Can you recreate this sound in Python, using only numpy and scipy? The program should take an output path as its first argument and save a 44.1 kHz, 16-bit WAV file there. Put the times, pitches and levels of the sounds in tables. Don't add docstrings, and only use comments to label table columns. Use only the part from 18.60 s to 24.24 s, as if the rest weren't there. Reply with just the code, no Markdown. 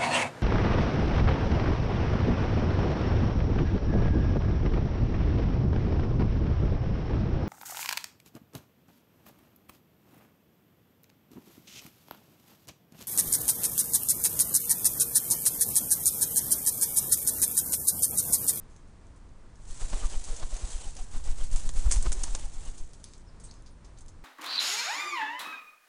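import sys
import numpy as np
from scipy import signal
from scipy.fft import next_fast_len
from scipy.io import wavfile
from scipy.ndimage import uniform_filter1d

SR = 44100
rng = np.random.default_rng(int(sys.argv[2]) if len(sys.argv) > 2 else 0)


def int16_out(signal):
    q = np.round(np.clip(np.atleast_2d(signal).T, -1, 1) * 32767)
    wavfile.write(sys.argv[1], SR, q.astype(np.int16))


N = 248724
TIME = np.arange(N) / SR
EDGE_HZ = 10480

# (frequency [Hz], density [dB per Hz])
GARDEN_SPECTRUM = [(8.8, -17.5), (15, 8.5), (96, -7.5), (245, -17), (369, -21.5), (816, -28), (910, -26),
                   (1100, -27.5), (1570, -32), (1710, -32.5), (3030, -40.5), (3880, -40.5), (5700, -42),
                   (8820, -42), (10400, -51.5), (13500, -69), (22000, -120)]
# (frequency [Hz], t60 [s])
YARD_DECAY = [(200, 0.25), (1500, 0.083), (6000, 0.44), (10000, 0.2)]
# (centre time [s], pitch [Hz], level [dB], length [s], pitch drop either side [share; negative rises])
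CHIRPS = [(4.686, 5080, -67, .05, 0.095), (4.846, 8200, -53.5, 0.027, -0.0064),
          (4.85, 8970, -57.5, 0.031, .01), (4.894, 4160, -65.5, 0.031, -.03),
          (4.915, 4510, -53.5, .018, .02), (4.97, 5000, -74, .09, .005), (5.12, 9100, -70, .048, .04)]
# (time [s], tick [dB], shifting seed [dB], seed t60 [s], centre frequency [Hz])
TICKS = [(.099, -69, -68, 0.5, 6840), (0.164, -55, -63, 0.1, 6560), (.276, -70, -69, 0.14, 8000),
         (.4126, -69, -77, .06, 8500), (.4689, -62, -70, .06, 7000), (.560, -70, -64, 0.11, 8000),
         (0.691, -66, -75, .04, 5500), (0.9567, -59, -62, 0.078, 6140), (1.0776, -62, -62, .14, 6200),
         (1.6411, -40, -42, .08, 7500), (1.7623, -49, -41, 0.082, 6900), (1.965, -47, -39.5, 0.06, 7500),
         (2.3528, -45.5, -54, .04, 6960), (2.3670, -43, -42.5, 0.074, 6460), (2.6412, -46, -50, 0.06, 7000),
         (2.914, -46, -46, 0.064, 7100), (2.927, -53, -39.5, 0.072, 7300), (3.935, -54, -47.5, 0.092, 7000),
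         (4.052, -52, -45, .05, 7000), (4.179, -52, -47, 0.12, 7140), (4.334, -49.5, -53, 0.094, 6270),
         (4.4407, -43, -43.5, 0.049, 9350), (4.442, -43, -57, 0.38, 4720), (4.5359, -48, -57, 0.14, 5000),
         (4.5805, -56, -65, 0.044, 7500), (4.7990, -61, -55.5, .14, 7260), (4.8370, -63, -53, 0.26, 7100),
         (4.913, -47, -59, 0.09, 5450), (4.9400, -54, -63, 0.2, 6060), (5.0233, -57, -69, .04, 8500),
         (5.062, -56, -56.5, 0.17, 4970), (5.246, -60, -56.5, 0.14, 5260), (5.374, -63, -58, 0.11, 4770),
         (5.387, -51, -56, .09, 7100), (5.4086, -52, -53.5, 0.083, 7700), (5.4620, -57, -63, .03, 8000),
         (5.4827, -50, -53, 0.094, 6850)]
# (frequency [share of the tick's centre], density [dB per Hz])
HUSK = [(1 / 10, -24), (0.33, -15), (0.68, -7), (1, 0), (1.4, -6), (2, -13)]
# (frequency [Hz], gain at resonance [dB], t60 [s])
RIM_MODES = [(2400, -4, .06), (3520, -3, 0.046), (4700, -2, 0.22), (6390, 7.5, 0.027)]
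# (push time [s], air push [dB], push length [s], swish [dB], rustle [dB], air rush [dB], sweep length [s])
STROKES = [(1.116, -26.0, 0.016, -61, -54.5, -70, 0.032), (1.24, -19.5, 0.013, -44, -51, -65, 0.05),
           (1.348, -17.5, 0.011, -40.5, -49.0, -58, 0.043),
           (1.454, -15.5, 0.012, -42.5, -47.5, -49.5, 0.074), (1.57, -18.5, 0.017, -50.5, -49, -54, 0.071),
           (1.711, -19.5, 0.013, -44, -49.5, -59, 0.058), (1.843, -21.5, 0.018, -52.5, -55.5, -56.0, 0.1),
           (1.94, -21.5, 0.011, -50.5, -52, -67, 0.037), (2.043, -21, 0.0069, -51.5, -50.0, -55, 0.08),
           (2.155, -20.5, 0.0092, -51.5, -48, -58.5, 0.073),
           (2.278, -24.0, 0.015, -60, -51.5, -55.0, 0.087), (2.418, -24, 0.016, -58, -52.5, -57, 0.038),
           (2.569, -19.5, 0.018, -47.5, -52.5, -64, 0.041),
           (2.702, -14.5, 0.018, -46.5, -49.0, -54.5, 0.048), (2.832, -16, 0.022, -45.5, -49.0, -57, 0.046),
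           (2.95, -11.5, 0.015, -51.5, -51.5, -56, 0.015), (3.069, -15.5, 0.018, -50, -50, -66, 0.09),
           (3.183, -12.5, 0.016, -50, -51.5, -58.5, 0.018), (3.269, -12.5, 0.0066, -44, -49.5, -62.5, 0.11),
           (3.37, -14, 0.0067, -41.5, -45.5, -54.5, 0.057), (3.477, -15, 0.0092, -43, -48, -66, 0.067),
           (3.582, -21.5, 0.012, -46.0, -52, -59.5, 0.084), (3.698, -21.0, 0.01, -47.0, -50.5, -57.5, 0.1),
           (3.795, -33, 0.012, -57, -52, -58.5, 0.089), (3.853, -22.5, 0.015, -54, -52.5, -55, 0.025),
           (3.978, -25, 0.015, -60, -56.5, -61, 0.037), (4.09, -24.5, 0.013, -55, -54, -59, 0.076),
           (4.22, -26.0, 0.023, -60, -60.5, -64, 0.078)]
# (time [s], level [dB], length [s])
EDDIES = [(3.291, -13, 0.019), (3.396, -12.5, 0.015), (3.504, -15, 0.0195), (3.621, -19, 0.017),
          (3.734, -18.5, 0.019)]
# (frequency [Hz], density [dB per Hz])
BUFFET = [(10, -19.0), (40, 13.5), (110, -10.5), (250, -20), (1000, -66.0)]
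# (frequency [Hz], density [dB per Hz])
SWISH_SPECTRUM = [(60, 9.5), (180, -2), (300, -4), (700, -5.5), (1100, -5.5), (1700, -13.5), (3200, -16),
                  (6000, -17), (10300, -29)]
# (frequency [Hz], density [dB per Hz])
RUSH_SPECTRUM = [(100, -15.5), (300, -1), (550, 1.5), (900, 1.5), (1250, -8.5), (1700, -8.5), (3000, -7),
                 (8000, -23.5)]
# (time [s], level [dB])
RUFFLE = [(.97, -71), (1.2, -50), (2.2, -55), (2.48, -63), (3.0, -59), (3.7, -59.5), (4.2, -63.5),
          (4.62, -68.5)]
# (frequency [Hz], density [dB per Hz])
FEATHER_SPECTRUM = [(150, -24.5), (400, -7.5), (800, -8), (1500, -9.5), (2400, -10.5), (3100, -8.5),
                    (4200, -7), (5300, -7), (6200, -2), (8000, 0.5), (10300, -9)]
# (centre time [s], pitch [Hz], level [dB], length [s])
FLUTTERS = [(1.376, 370, -54, 0.037), (1.409, 3080, -56, 0.044), (1.441, 1205, -49, 0.056),
            (1.541, 3030, -56, 0.037), (1.733, 468.5, -51, 0.048), (1.811, 636, -54, 0.035),
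            (1.931, 597, -51, 0.029), (2.137, 3220, -59, .05), (2.243, 2970, -60, 0.043),
            (2.272, 795, -52.5, .025), (2.4, 745, -56, 0.05), (2.816, 3080, -56.5, 0.039),
            (2.948, 2900, -59.5, 0.03), (3.256, 920, -52.5, .03), (3.361, 910, -49.5, .03),
            (3.461, 360, -40.5, 0.036), (3.56, 375, -44.5, 0.031), (3.675, 910, -53, 0.028),
            (3.783, 875, -56, 0.0303), (3.865, 800, -55, .025), (4.076, 2970, -61, 0.037)]
# (time [s], crack [dB], quill rattle [dB], rattle t60 [s], hollow slap [dB])
CLAPS = [(2.961, -33, -39.5, 0.12, -40.5), (3.0917, -34, -48, 0.061, -39), (3.311, -37, -27, 0.026, -35),
         (3.3151, -22, -26, 0.07, -76), (3.3224, -21.5, -27.5, 0.12, -79), (3.4264, -32, -37, 0.042, -73),
         (3.5193, -37, -30.5, 0.033, -34.5), (3.5261, -41, -27.5, 0.043, -49),
         (3.635, -32.5, -27, 0.043, -71), (3.638, -33.5, -65, .08, -34), (3.749, -39, -51, 0.053, -32.5),
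         (3.751, -30, -39, 0.066, -56)]
# (frequency [Hz], density [dB per Hz])
CRACK_SPECTRUM = [(200, -29), (1600, -16.5), (3000, -15.5), (3800, -16), (5000, -6), (6400, 2), (7500, 0),
                  (9000, 1), (10300, -9.5)]
# (frequency [Hz], density [dB per Hz])
SLAP_SPECTRUM = [(100, 8.5), (400, 4), (1000, 4.5), (1600, 2.5), (2500, -3.5), (3400, 3.5), (5000, 1.5),
                 (10000, -21)]


def amp(db):
    return 10 ** (np.asarray(db) / 20)


def unit(x):
    return x / np.sqrt(np.mean(x ** 2) + 1e-20)


def read(points, hz):
    f, value = np.transpose(points)
    return np.interp(np.log(hz + 1), np.log(f + 1), value)


def add(mix, s, sound):
    part = mix[max(round(s * SR), 0):][:len(sound)]
    part += sound[:len(part)]


def colour(x, spectrum):
    size = next_fast_len(len(x))
    hz = abs(np.fft.fftfreq(size, 1 / SR))
    log_gain = np.log(amp(read(spectrum, hz)))
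    minimum_phase = np.exp(np.conj(signal.hilbert(log_gain)))
    response = minimum_phase * (hz < EDGE_HZ + 500)
    coloured = np.fft.ifft(np.fft.fft(x, size) * response).real
    return unit(coloured[:len(x)])


def noise(length, spectrum):
    return colour(rng.standard_normal(length), spectrum)


def wander(rate_hz):
    knots = rng.standard_normal(8192)
    return unit(np.interp(TIME * 2 * rate_hz, np.arange(len(knots)), knots))


def grains(length, per_s, spread_db):
    size = amp(spread_db * np.minimum(rng.exponential(1, length), 4))
    sign = rng.choice([-1., 1.], length)
    present = rng.random(length) < per_s / SR
    return unit(sign * size * present)


def snap(spectrum, decay_s):
    t = TIME[:2048]
    impact = .35 * rng.standard_normal(len(t)) * np.exp(-t / decay_s)
    impact[0] = 1
    return colour(impact, spectrum) * np.sqrt(.002 * SR / len(t))


def scatter(spectrum, t60, per_s, spread_db):
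    t = TIME[:SR // 4]
    fade = 1000 ** (-t / t60) * (1 - np.exp(-t / .001))
    return colour(grains(len(t), per_s, spread_db), spectrum) * fade


def tone(s, hz, length_s, fall, waver, rough):
    out, on = np.zeros(N), abs(TIME - s) < 2 * length_s
    u = (TIME[on] - s) / length_s
    pitch = hz * (1 - fall * np.tanh(2 * u) + waver * wander(rate_hz=440)[on])
    sine = np.sqrt(2) * np.sin(2 * np.pi * np.cumsum(pitch) / SR)
    out[on] = np.exp(-8 * u ** 2) * sine * (1 + rough * wander(rate_hz=190)[on])
    return out


def sweep(start, end, attack_s, release_s):
    early, late = np.maximum(start - TIME, 0), np.maximum(TIME - end, 0)
    return np.exp(-np.minimum(early / attack_s + late / release_s, 20))


def garden(level_db=-48, swell_db=0.74):
    return noise(N, GARDEN_SPECTRUM) * amp(level_db + swell_db * wander(rate_hz=3.4))


def yard(x, first_s=.005):
    length = SR // 2
    taps = grains(length, per_s=2500, spread_db=2) * (TIME[:length] > first_s)
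    hz, t, bands = signal.stft(taps, SR, nperseg=256)
    fade = amp(-60 * t / read(YARD_DECAY, hz)[:, None])
    tail = signal.istft(bands * fade, SR, nperseg=256)[1]
    return signal.fftconvolve(x, tail / np.linalg.norm(tail))[:N]


def songbird():
    out = np.zeros(N)
    for s, hz, db, length_s, fall in CHIRPS:
        out += amp(db) * tone(s, hz, length_s, fall, waver=260 / hz, rough=.6)
    return out


def tray():
    out = np.zeros(N)
    for s, tick_db, seed_db, t60, centre_hz in TICKS:
        husk = [(share * centre_hz, db) for share, db in HUSK]
        add(out, s, amp(tick_db) * snap(husk, decay_s=0.00087))
        add(out, s, amp(seed_db) * scatter(husk, t60, per_s=6000, spread_db=2))
    return out


def rim(x):
    out = x.copy()
    for hz, db, t60 in RIM_MODES:
        r = 1000 ** (-1 / (t60 * SR))
        pole = r * np.exp(2j * np.pi * hz / SR)
        out += amp(db) * 2 * signal.lfilter([1 - r], [1, -pole], x).real
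    return out


def gust(length_s):
    u = (TIME[:SR // 2] - .25) / length_s
    return (u ** 2 - 1) / (1 + u ** 2 / 3) ** 3


def air(lead_s=0.016, swell_s=0.016):
    push, speed = np.zeros(N), np.zeros(N)
    for s, push_db, length_s, swish_db, *_ in STROKES:
        add(push, s - .25, amp(push_db) * gust(length_s))
        speed += amp(swish_db) / (1 + ((TIME - s + lead_s) / swell_s) ** 2)
    for s, push_db, length_s in EDDIES:
        add(push, s - .25, amp(push_db) * gust(length_s))
    strength = np.sqrt(abs(uniform_filter1d(push ** 2, size=3000)))
    buffet = amp(-15.5) * strength * noise(N, BUFFET)
    swish = noise(N, SWISH_SPECTRUM) * amp(3.8 * wander(rate_hz=30))
    return push + buffet + speed * swish


def rush(level_db=0.3, flicker_db=1.9):
    slowing_s, attack_s, release_s = 0.021, 0.034, 0.045
    power = np.zeros(N)
    for s, _, _, _, _, db, sweep_s in STROKES:
        power += (amp(db) * sweep(s - sweep_s, s - slowing_s, attack_s, release_s)) ** 2
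    return np.sqrt(power) * noise(N, RUSH_SPECTRUM) * amp(level_db + flicker_db * wander(rate_hz=45))


def rustle(level_db=-0.17, flicker_db=1.7, crackle_db=-8):
    attack_s, overrun_s, release_s = .022, .014, 0.028
    power = amp(np.interp(TIME, *np.transpose(RUFFLE), left=-120, right=-120)) ** 2
    for s, _, _, _, db, _, sweep_s in STROKES:
        power += (amp(db) * sweep(s - sweep_s, s + overrun_s, attack_s, release_s)) ** 2
    barbs = grains(N, per_s=9000, spread_db=2.5)
    quills = grains(N, per_s=160, spread_db=2)
    feathers = colour(barbs + amp(crackle_db) * quills, FEATHER_SPECTRUM)
    clumps = amp(level_db + flicker_db * wander(rate_hz=65))
    return np.sqrt(power) * feathers * clumps


def flutters(fall=.06, waver=.03, rough=0.43):
    return sum(amp(db) * tone(s, hz, length_s, fall, waver, rough) for s, hz, db, length_s in FLUTTERS)


def claps():
    out = np.zeros(N)
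    length, slap_t60 = SR // 4, .035
    for s, crack_db, rattle_db, t60, slap_db in CLAPS:
        add(out, s, amp(crack_db) * snap(CRACK_SPECTRUM, decay_s=.0004))
        add(out, s, amp(rattle_db) * scatter(CRACK_SPECTRUM, t60, per_s=8000, spread_db=2))
        puff = noise(length, SLAP_SPECTRUM) * 1000 ** (-TIME[:length] / slap_t60)
        add(out, s, amp(slap_db) * puff)
    return out


def scene():
    far = songbird()
    near = amp(-1.5) * rim(tray()) + rustle() + flutters() + claps()
    reflections = yard(amp(-14.5) * near + amp(-9.5) * far)
    return (garden() + far + reflections + near + air() + rush())[None]


def record(dry):
    low_pass = signal.firwin(401, EDGE_HZ, window=("kaiser", 8), fs=SR)
    return signal.oaconvolve(dry, low_pass[None], "same")


dry = scene()
out = record(dry)
int16_out(out)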